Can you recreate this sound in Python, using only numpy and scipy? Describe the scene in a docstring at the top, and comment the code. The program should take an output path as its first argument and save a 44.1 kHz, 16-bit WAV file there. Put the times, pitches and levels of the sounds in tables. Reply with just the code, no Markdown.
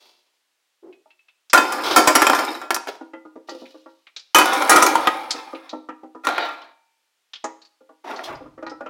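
"""Empty cans thrown on wood

Aluminium drink cans land on a wooden surface in a small room. Each impact excites the modes of shell
and wood, loudly enough to overload a small microphone close by. A can skitters, bounces ever faster,
then rocks with dull knocks. Between throws the thin metal ticks in the hand; a last can is dragged."""
import sys
import numpy as np
from scipy import signal
from scipy.fft import rfft, irfft, next_fast_len
from scipy.io import wavfile
from scipy.ndimage import uniform_filter1d, minimum_filter1d

SR = 44100
rng = np.random.default_rng(int(sys.argv[2]) if len(sys.argv) > 2 else 0)


def log_audio(samples):
    """Write samples as a 16-bit WAV file to the path given in sys.argv[1]."""
    # one column per channel
    frames = np.atleast_2d(samples).T
    # limit to full scale, then quantise
    limited = np.clip(frames, -1, 1)
    pcm = np.round(limited * 32767).astype(np.int16)
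    wavfile.write(sys.argv[1], SR, pcm)


N = 392049
AGE = np.arange(int(.5 * SR)) / SR  # seconds since an impact
ATTACK = int(.02 * SR)  # samples over which the level of an impact is set
BANDS_HZ = LOW, MIDDLE, HIGH = (190, 600), (600, 3200), (3200, 17000)

# Sliding. Each row: start and crest in seconds, level and rise in dB, fall in dB per second,
# hiss in dB relative to the level.
SLIDES = [(0, 0.045, -61.5, 4, 82, 5.5), (1.828, 1.919, -24.5, 7.5, 154, -2),
          (2.874, 2.924, -44, -20, 283, -7), (3.471, 3.511, -62, 0, 45, 9),
          (8.037, 8.116, -31, 8.5, 94, -16.5), (8.231, 8.26, -47.5, -4.5, 370, 9.5),
          (8.243, 8.312, -34, 9, 199, -37)]
# Ticks of thin metal. Each row: start in seconds, strength in dB, resonance in Hz.
TICKS = [(0.9267, -52.5, 2530), (1.105, -54.5, 2650), (1.193, -60.5, 2614), (1.284, -52.5, 2620),
         (1.498, -33.5, 5020), (3.4924, -34.5, 4700), (3.655, -45, 2400), (4.068, -42.5, 2300),
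         (4.163, -29.5, 3935), (4.195, -41.5, 4850), (5.3066, -17, 4660), (5.5485, -37, 2530),
         (5.693, -33.5, 4020), (6.6172, -44, 3220), (7.334, -31.5, 3390), (7.3548, -35, 3260),
         (7.441, -31, 6800), (7.617, -47.5, 4420), (7.65, -51, 4496), (8.16, -37.5, 4300),
         (8.352, -49, 4950), (8.665, -42, 4040), (8.696, -43, 5160)]
# A can knocking on the wood, mostly as it rocks; the row at 7.44 s is the third can landing. Each row: start in
# seconds, level in dB, upper modes in relative dB, cutoff in Hz.
KNOCKS = [(1.057, -71.5, 15, 880), (2.502, -33, -21, 1500), (3.009, -34.5, -9.5, 1564),
          (3.134, -36.5, -5, 2830), (3.251, -42, -6, 1465), (3.356, -38.5, -7.5, 1460),
          (3.486, -40.5, 4, 2670), (3.515, -36, -19, 1800), (3.546, -39, -13, 1200),
          (3.617, -37.5, -14, 1200), (3.743, -43.5, -8, 1580), (3.859, -45, -2, 1730),
          (5.342, -34.5, -6, 1720), (5.529, -32.5, -6.5, 1655), (5.73, -29.5, -6.5, 1473),
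          (5.887, -34.5, -0.5, 2460), (6.032, -38.5, -7.5, 1485), (6.148, -39, -5, 1380),
          (7.4401, -32, 4, 2230), (7.806, -53, -12, 1513), (7.891, -53.5, 2.5, 1181),
          (8.405, -39, -13, 1394), (8.457, -43.5, -7, 1400), (8.577, -40, -7.5, 2180),
          (8.625, -34.5, -1.5, 1750), (8.664, -38.5, 2.5, 2560), (8.713, -36, -5, 1570),
          (8.806, -35.5, -1, 1770), (8.86, -37.5, 2, 2920)]
# Landings and bounces. Each row: start in seconds, level in dB, treble in relative dB,
# base decay time in seconds.
BLOWS = [(1.532, -10.5, -7, 0.16), (1.546, -14, -10, 0.22), (1.576, -13.5, -14, 0.23),
         (1.723, -26, -8.5, 0.24), (1.9619, -1.5, -7.5, 0.13), (2.074, -8.5, -7, 0.13),
         (2.1529, -6.5, -3.5, 0.066), (2.219, -11, -11, 0.095), (2.268, -13, -10, 0.095),
         (2.298, -16, -14, 0.055), (2.3325, -17, -19.5, 0.086), (2.349, -22.5, -9, 0.29),
         (2.39, -21.5, -12.5, 0.22), (2.615, -33.5, -17.5, 0.4), (2.872, -34.5, -16, 0.086),
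         (4.347, -5.5, -5.5, 0.17), (4.385, -12, -8.5, 0.19), (4.415, -17, -23.5, 0.11),
         (4.4561, -28.5, -3.5, 0.087), (4.532, -31.5, -0.5, 0.39), (4.695, -9, -2, 0.18),
         (4.717, -10, -18, 0.53), (4.76, -11, -7.5, 0.21), (4.824, -11, -5.5, 0.14),
         (4.865, -17.5, -5.5, 0.25), (4.955, -20.5, -13, 0.1), (6.25, -34, -9, 0.21),
         (6.288, -22, -22, 0.23)]
# Glancing blows. Each row: start in seconds, level in dB, treble in relative dB.
CLACKS = [(2.449, -40, -2), (2.552, -34.5, -16), (2.706, -19.5, -10.5), (2.745, -31, 5.5),
          (2.764, -26.5, -13), (4.622, -22, -14.5), (5.072, -13.5, -22), (6.27, -19, -18),
          (6.381, -22.5, -28), (8.112, -42, -40), (8.192, -35.5, -42)]
# Single modes struck at the rim. Each row: start in seconds, frequency in Hz, level in dB, T60 in seconds.
RIM_RINGS = [(1.547, 1423, -8, 0.045), (1.578, 4750, -28.5, 0.064), (1.578, 3590, -35, 0.51),
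             (4.387, 4546, -34, 0.38), (1.72, 1427, -34.5, 0.44), (2.073, 5650, -31.5, 0.19),
             (2.151, 5690, -25, 0.15), (2.484, 3720, -36.5, 0.1), (2.544, 3900, -40.5, 0.084),
             (2.745, 945, -42, 0.78), (4.348, 3010, -7.5, 0.037), (4.346, 2503, -15, 0.24),
             (4.4566, 1448, -26, 0.83), (4.532, 787, -25, 0.27), (4.819, 5630, -28, 0.1),
             (4.954, 933, -15.5, 0.033), (5.073, 880, -34, 1.37), (6.382, 865, -38.5, 0.67)]
# Skittering, can by can. Each row: start and crest in seconds, level and rise in dB,
# fall in dB per second, time of rest in seconds, crackle and rumble in relative dB.
ROLLS = [(1.6, 2.322, -22, 7.8, 43, 2.69, -13, -6), (4.42, 4.813, -20, 1.1, 33.5, 5.84, -19, -8),
         (6.232, 6.454, -25, 5.6, 121, 6.85, -33, -11.5)]
# A shifting grip. Each row: start and crest in seconds, level and rise in dB, fall in dB per second.
GRIPS = [(8.26, 8.3, -39.5, 20, 36)]
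# Shell modes of the three cans. Each row: frequency in Hz, relative level in dB.
FIRST_CAN = [(613.7, -37.5), (872.1, -33.5), (1023, -30), (1190, -30.5), (1373, -22), (1513, -35.5),
             (1701, -34), (1803, -34.5), (2519, -38), (3133, -39), (4840, -36.5), (5534, -39.5),
             (5658, -40.5), (7343, -40)]
SECOND_CAN = [(995.9, -30), (1244, -23), (1319, -29.5), (1400, -28.5), (1507, -37), (1647, -35.5),
              (1911, -35), (2078, -40), (2299, -37), (2966, -43.5), (5949, -39), (7311, -42), (8694, -39),
              (10858, -38)]
THIRD_CAN = [(1389, -31.5), (1653, -47), (1857, -45), (5932, -38)]
# Modes of wood and of sympathetic metal. Each row: frequency in Hz, relative level in dB, T60 in seconds.
WOOD_MODES = [(317.9, -2, 0.31), (265, -6, 0.2), (461, -12, 0.16), (516, -6.5, 0.22), (614.7, -1.5, 0.099),
              (836.3, -5.5, 0.16), (954, -11, 0.31), (1205, 1, 0.082), (1374, -4.5, 0.2), (1900, -10, 0.16)]
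SYMPATHETIC_MODES = [(767, -1, 0.86), (874, -4.5, 0.99), (914, 8.5, 0.77), (1440, -2.5, 0.88),
                     (1800, -7.5, 0.9), (2350, 0.5, 1.05), (4540, -4, 0.93)]
# Spectra of dense resonances, friction and room air. Each row: frequency in Hz, relative density in dB.
CAN_COLOUR = [(150, -36), (315, -8.5), (406, -19.5), (649, -14), (759, -6.5), (1260, -10.5), (1390, -12.5),
              (1560, -17), (2000, -16), (2400, -14.5), (2810, -25.5), (3160, -19), (4400, -11), (5700, -8),
              (12700, -14.5), (16000, -20.5)]
WOOD_COLOUR = [(200, -22.5), (290, -12), (420, -20.5), (683, -19), (835, -10), (1350, -19), (1650, -17.5),
               (3000, -21.5)]
SLIDE_COLOUR = [(200, -3), (310, 8), (600, 0), (1200, -5.5), (2200, -16), (5500, -29.5), (7500, -43),
                (16000, -46.5)]
AIR_COLOUR = [(40, -12), (3000, -3.5), (8000, -10.5), (16000, -18.5)]


def undb(db):
    """Amplitude grows tenfold with every 20 dB."""
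    return 10 ** (np.asarray(db) / 20)


def unit(x, count=None):
    """Normalisation to unit rms over the first count samples."""
    return x / np.sqrt(np.mean(x[:count] ** 2) + 1e-20)


def fade(t60):
    """Damping: exponential decay by 60 dB in t60 seconds."""
    return np.exp(-np.log(1000) * AGE / t60)


def swell(start, crest, db, rise_db, fall_db_per_s):
    """An envelope linear in decibels: it rises to a crest, then dies away."""
    t = start + np.arange(2 * SR) / SR
    shape_db = np.interp(t, [start, crest], [-rise_db, 0]) - fall_db_per_s * np.maximum(t - crest, 0)
    return np.minimum((t - start) / .01, 1) * undb(db + shape_db)


def add(track, start, sound):
    """Superposition: a sound adds to the track from its start in seconds."""
    i = int(start * SR)
    track[i:i + len(sound)] += sound[:max(N - i, 0)]


def lowpass(x, hz, order=4):
    """A Butterworth filter attenuates what lies above its cutoff."""
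    return signal.sosfilt(signal.butter(order, hz, fs=SR, output="sos"), x)


def noise(colour, size, band=None):
    """Spectral shaping colours white noise and may confine it to a soft-edged band."""
    hz = np.maximum(np.fft.rfftfreq(size, 1 / SR), 1)
    points, db = np.transpose(colour)
    gain = undb(np.interp(np.log(hz), np.log(points), db))
    if band:
        gain = gain / np.sqrt((1 + (band[0] / hz) ** 12) * (1 + (hz / band[1]) ** 12))
    return unit(irfft(gain * rfft(rng.standard_normal(size)), size))


def contacts(size, per_s, spread_db):
    """A Poisson process: tiny independent contacts of very unequal strength."""
    touch, strength = rng.random(size), rng.standard_normal(size)
    return unit((touch < per_s / SR) * np.sign(strength) * undb(spread_db * np.abs(strength)))


def ring(modes, band):
    """Modal vibration: the point of contact sets how strongly each mode in the band is excited."""
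    out = np.zeros(len(AGE))
    for hz, db, *t60 in modes:
        strength, drift, sign = rng.standard_normal(3)
        if band[0] <= hz < band[1]:
            wave = np.sin(2 * np.pi * hz * (1 + .004 * drift) * AGE)
            gain = np.sign(sign) * undb(db + 4.5 * strength)
            out += gain * wave * (fade(t60[0]) if t60 else 1)
    return unit(out, ATTACK)


def strike(modes, colour, band, dense_db, dense_t60):
    """Modal overlap: under the distinct modes, dense ones merge into a wash each contact colours anew."""
    points, db = np.transpose(colour)
    hz = np.geomspace(150, 16000, 70)
    uneven_db = np.interp(np.log(hz), np.log(points), db) + 4 * rng.standard_normal(len(hz))
    wash = unit(noise(np.c_[hz, uneven_db], len(AGE), band) * fade(dense_t60), ATTACK)
    return ring(modes, band) + undb(dense_db) * wash


def sliding(rumble_db=-4):
    """Dry friction: small uneven slips excite the wood, over a smoother hiss."""
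    out = np.zeros(N)
    for start, *gesture, hiss_db in SLIDES:
        gain = swell(start, *gesture)
        slips = contacts(len(gain), per_s=350, spread_db=5)
        for band, db in zip(BANDS_HZ, (rumble_db, 0, hiss_db)):
            response = noise(SLIDE_COLOUR, len(AGE), band) * fade(0.1)
            grain = unit(signal.fftconvolve(slips, response)[:len(gain)])
            smooth = undb(-7) * noise(SLIDE_COLOUR, len(gain), band)
            add(out, start, undb(db) * gain * unit(grain + smooth))
    return out


def cavity_hum(start=.824, hz=350):
    """Cavity resonance: the air in an empty can hums briefly as the can is swung."""
    out = np.zeros(N)
    gain = swell(start, crest=0.89, db=-40.5, rise_db=0, fall_db_per_s=213)
    cavity = np.cos(2 * np.pi * hz * AGE) * fade(0.1)
    hum = signal.fftconvolve(rng.standard_normal(len(gain)), cavity, "same")
    add(out, start, gain * unit(hum))
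    return lowpass(out, 900, order=2)


def ticks(snap_db=-7, tink_db=-59.5):
    """Transient excitation: thin metal snaps, brighter when harder, and leaves a faint tink."""
    out = np.zeros(N)
    decay = fade(0.09) * (1 - fade(0.0071))
    for start, db, hz in TICKS:
        colour = [(hz / 8, -26), (hz / 3, -17), (hz / 1.3, -11), (hz, 0),
                  (hz * 1.2, -9), (hz * 1.6, -12), (hz * 2.3, -29)]
        snap = lowpass(noise(colour, len(AGE)) * decay, 5800 + 40000 * undb(db))
        tink = np.sin(2 * np.pi * hz * AGE) * fade(.13)
        add(out, start, undb(tink_db) * unit(tink, ATTACK))
        add(out, start, undb(db + snap_db) * unit(snap, ATTACK))
    return out


def knocks(detune=.03, click_db=-24.5):
    """Contact time limits bandwidth: a slowly rocking can reaches mainly the low modes of the wood."""
    out = np.zeros(N)
    onset = 1 - fade(0.011)
    for start, level_db, upper_db, cutoff_hz in KNOCKS:
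        shifts = 1 + detune * rng.standard_normal(len(WOOD_MODES))  # pitch varies with the spot hit
        modes = [(hz * shift, db, t60) for (hz, db, t60), shift in zip(WOOD_MODES, shifts)]
        for db, band in ((level_db, LOW), (level_db + upper_db, MIDDLE)):
            blow = strike(modes, WOOD_COLOUR, band, dense_db=-6, dense_t60=0.16) * onset
            add(out, start, undb(db) * unit(lowpass(blow, cutoff_hz), ATTACK))
        click = lowpass(noise(AIR_COLOUR, len(AGE)) * onset * fade(0.076), 6800)
        add(out, start, undb(level_db + upper_db + click_db) * unit(click, ATTACK))
    return out


def bounces(cans, next_can_s=(4.2, 6.1), thud_db=-9, clack_decay_s=0.089):
    """Impact excites free vibration: the wood thuds, the shell clangs and its high modes shine."""
    out = np.zeros(N)
    crack = np.sqrt(1 + 1.6 * fade(.02))  # the first contact stands out of the ring
    clacks = [(*row, clack_decay_s) for row in CLACKS]
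    for start, level_db, treble_db, decay_s in BLOWS + clacks:
        can = cans[np.searchsorted(next_can_s, start)]
        thud = strike(WOOD_MODES, CAN_COLOUR, LOW, dense_db=4, dense_t60=0.91) * fade(2.9 * decay_s)
        shell = strike(can, CAN_COLOUR, MIDDLE, dense_db=-2.5, dense_t60=.6)
        clang = shell * fade(0.99 * decay_s) * crack
        treble = strike(can, CAN_COLOUR, HIGH, dense_db=9.5, dense_t60=1.0)
        shine = treble * fade(1.2 * decay_s) * (1 + 2 * fade(0.039))
        for db, part in ((thud_db, thud), (0, clang), (treble_db, shine)):
            add(out, start, undb(level_db + db) * unit(part, ATTACK))
    for start, hz, db, t60 in RIM_RINGS:
        tone = np.sin(2 * np.pi * hz * AGE) * fade(t60) * (1 - fade(.006))
        add(out, start, undb(db) * unit(tone, ATTACK))
    return out


def sympathetic_ring(clatter, level_db=-3):
    """Sympathetic resonance: lightly damped metal picks up the clatter and rings on after it."""
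    out = np.zeros(N)
    for hz, db, t60 in SYMPATHETIC_MODES:
        radius = 1000 ** (-1 / (t60 * SR))
        feedback = [1, -2 * radius * np.cos(2 * np.pi * hz / SR), radius ** 2]
        out += undb(db) * signal.lfilter([1 - radius, 0, radius - 1], feedback, clatter)
    return undb(level_db) * out


def rolling(cans, turns_per_s=3.5, rim_points=3, shell_db=-3, settle_s=0.15):
    """Rolling contact: points of the rim chatter in turn, driving shell and wood; sharp hits crackle."""
    out = np.zeros(N)
    for can, (start, crest, level_db, rise_db, fall, rest, crackle_db, rumble_db) in zip(cans, ROLLS):
        size = int((rest - start) * SR)
        t = np.arange(size) / SR
        settling = np.clip((rest - start - t) / settle_s, 0, 1)
        gain = swell(start, crest, 0, rise_db, fall)[:size] * settling
        for point in range(rim_points):
            touching = 1 + np.cos(2 * np.pi * (turns_per_s * t - point / rim_points))
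            chatter = touching * contacts(size, per_s=250, spread_db=4)
            wood = strike(WOOD_MODES, CAN_COLOUR, LOW, dense_db=4, dense_t60=0.23) * fade(0.22)
            shell = strike(can, CAN_COLOUR, MIDDLE, dense_db=7.5, dense_t60=0.86) * fade(0.17)
            for body, db in ((wood, rumble_db), (shell, shell_db)):
                rattle = unit(signal.fftconvolve(chatter, body)[:size]) / np.sqrt(rim_points)
                add(out, start, undb(level_db + db) * gain * rattle)
        snaps = contacts(size, per_s=900, spread_db=4)
        treble = strike(can, CAN_COLOUR, HIGH, dense_db=15.5, dense_t60=0.22)
        shine = treble * (.35 * fade(0.041) + fade(0.0087))
        crackle = unit(signal.fftconvolve(snaps, shine)[:size])
        steeper_gain = gain ** 1.17  # the crackle grows and dies faster than the ring
        add(out, start, undb(level_db + crackle_db) * steeper_gain * crackle)
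    return out


def handling():
    """Structure-borne sound: a shifting grip rumbles through the microphone's casing."""
    out = np.zeros(N)
    colour = [(25, 5), (80, 4.5), (150, 10), (300, -21), (3000, -84.5)]
    for start, *gesture in GRIPS:
        gain = swell(start, *gesture)
        add(out, start, gain * noise(colour, len(gain)))
    return out


def room(x, wet_db, low_t60, high_t60):
    """Reverberation: a small furnished room returns a diffuse tail whose treble dies first."""
    wash = rng.standard_normal(len(AGE))
    dull = lowpass(wash, 8200, order=2)
    build_up = 1 - fade(0.053)
    tail = (dull * fade(low_t60) + 0.45 * (wash - dull) * fade(high_t60)) * build_up
    return undb(wet_db) * signal.fftconvolve(x, tail / np.linalg.norm(tail))[:N]


def scene():
    """Direct and reverberant sound add over a faint hiss; the small sounds are closer and drier."""
    cans = [FIRST_CAN, SECOND_CAN, THIRD_CAN]
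    thrown = bounces(cans) + rolling(cans)
    close = knocks() + ticks() + sliding() + cavity_hum()
    echoes = room(thrown, wet_db=-16, low_t60=0.46, high_t60=0.19)
    echoes += room(close, wet_db=-17.5, low_t60=0.47, high_t60=0.13)
    air = undb(-75) * noise(AIR_COLOUR, next_fast_len(N))[:N]
    return (thrown + sympathetic_ring(thrown) + close + echoes + handling() + air)[None]


def record(dry, bass_hz=215, top_hz=15800, threshold=1.25, ceiling=0.91):
    """Band limiting and overload: bass and top are lost; a limiter and soft clipping flatten crashes."""
    bass_cut = signal.butter(4, bass_hz, "high", fs=SR, output="sos")
    thin = signal.sosfilt(bass_cut, dry) + undb(-10.5) * dry
    hold = int(.002 * SR)
    peak = -minimum_filter1d(-np.abs(thin), hold)
    limited = thin * uniform_filter1d(1 / np.maximum(peak / threshold, 1), hold)
    clipped = limited / (1 + (limited / ceiling) ** 4) ** (1 / 4)
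    centred = signal.sosfilt(signal.butter(1, 60, "high", fs=SR, output="sos"), clipped)
    return signal.sosfiltfilt(signal.ellip(6, .1, 45, top_hz, fs=SR, output="sos"), centred)


dry = scene()
out = record(dry)
log_audio(out)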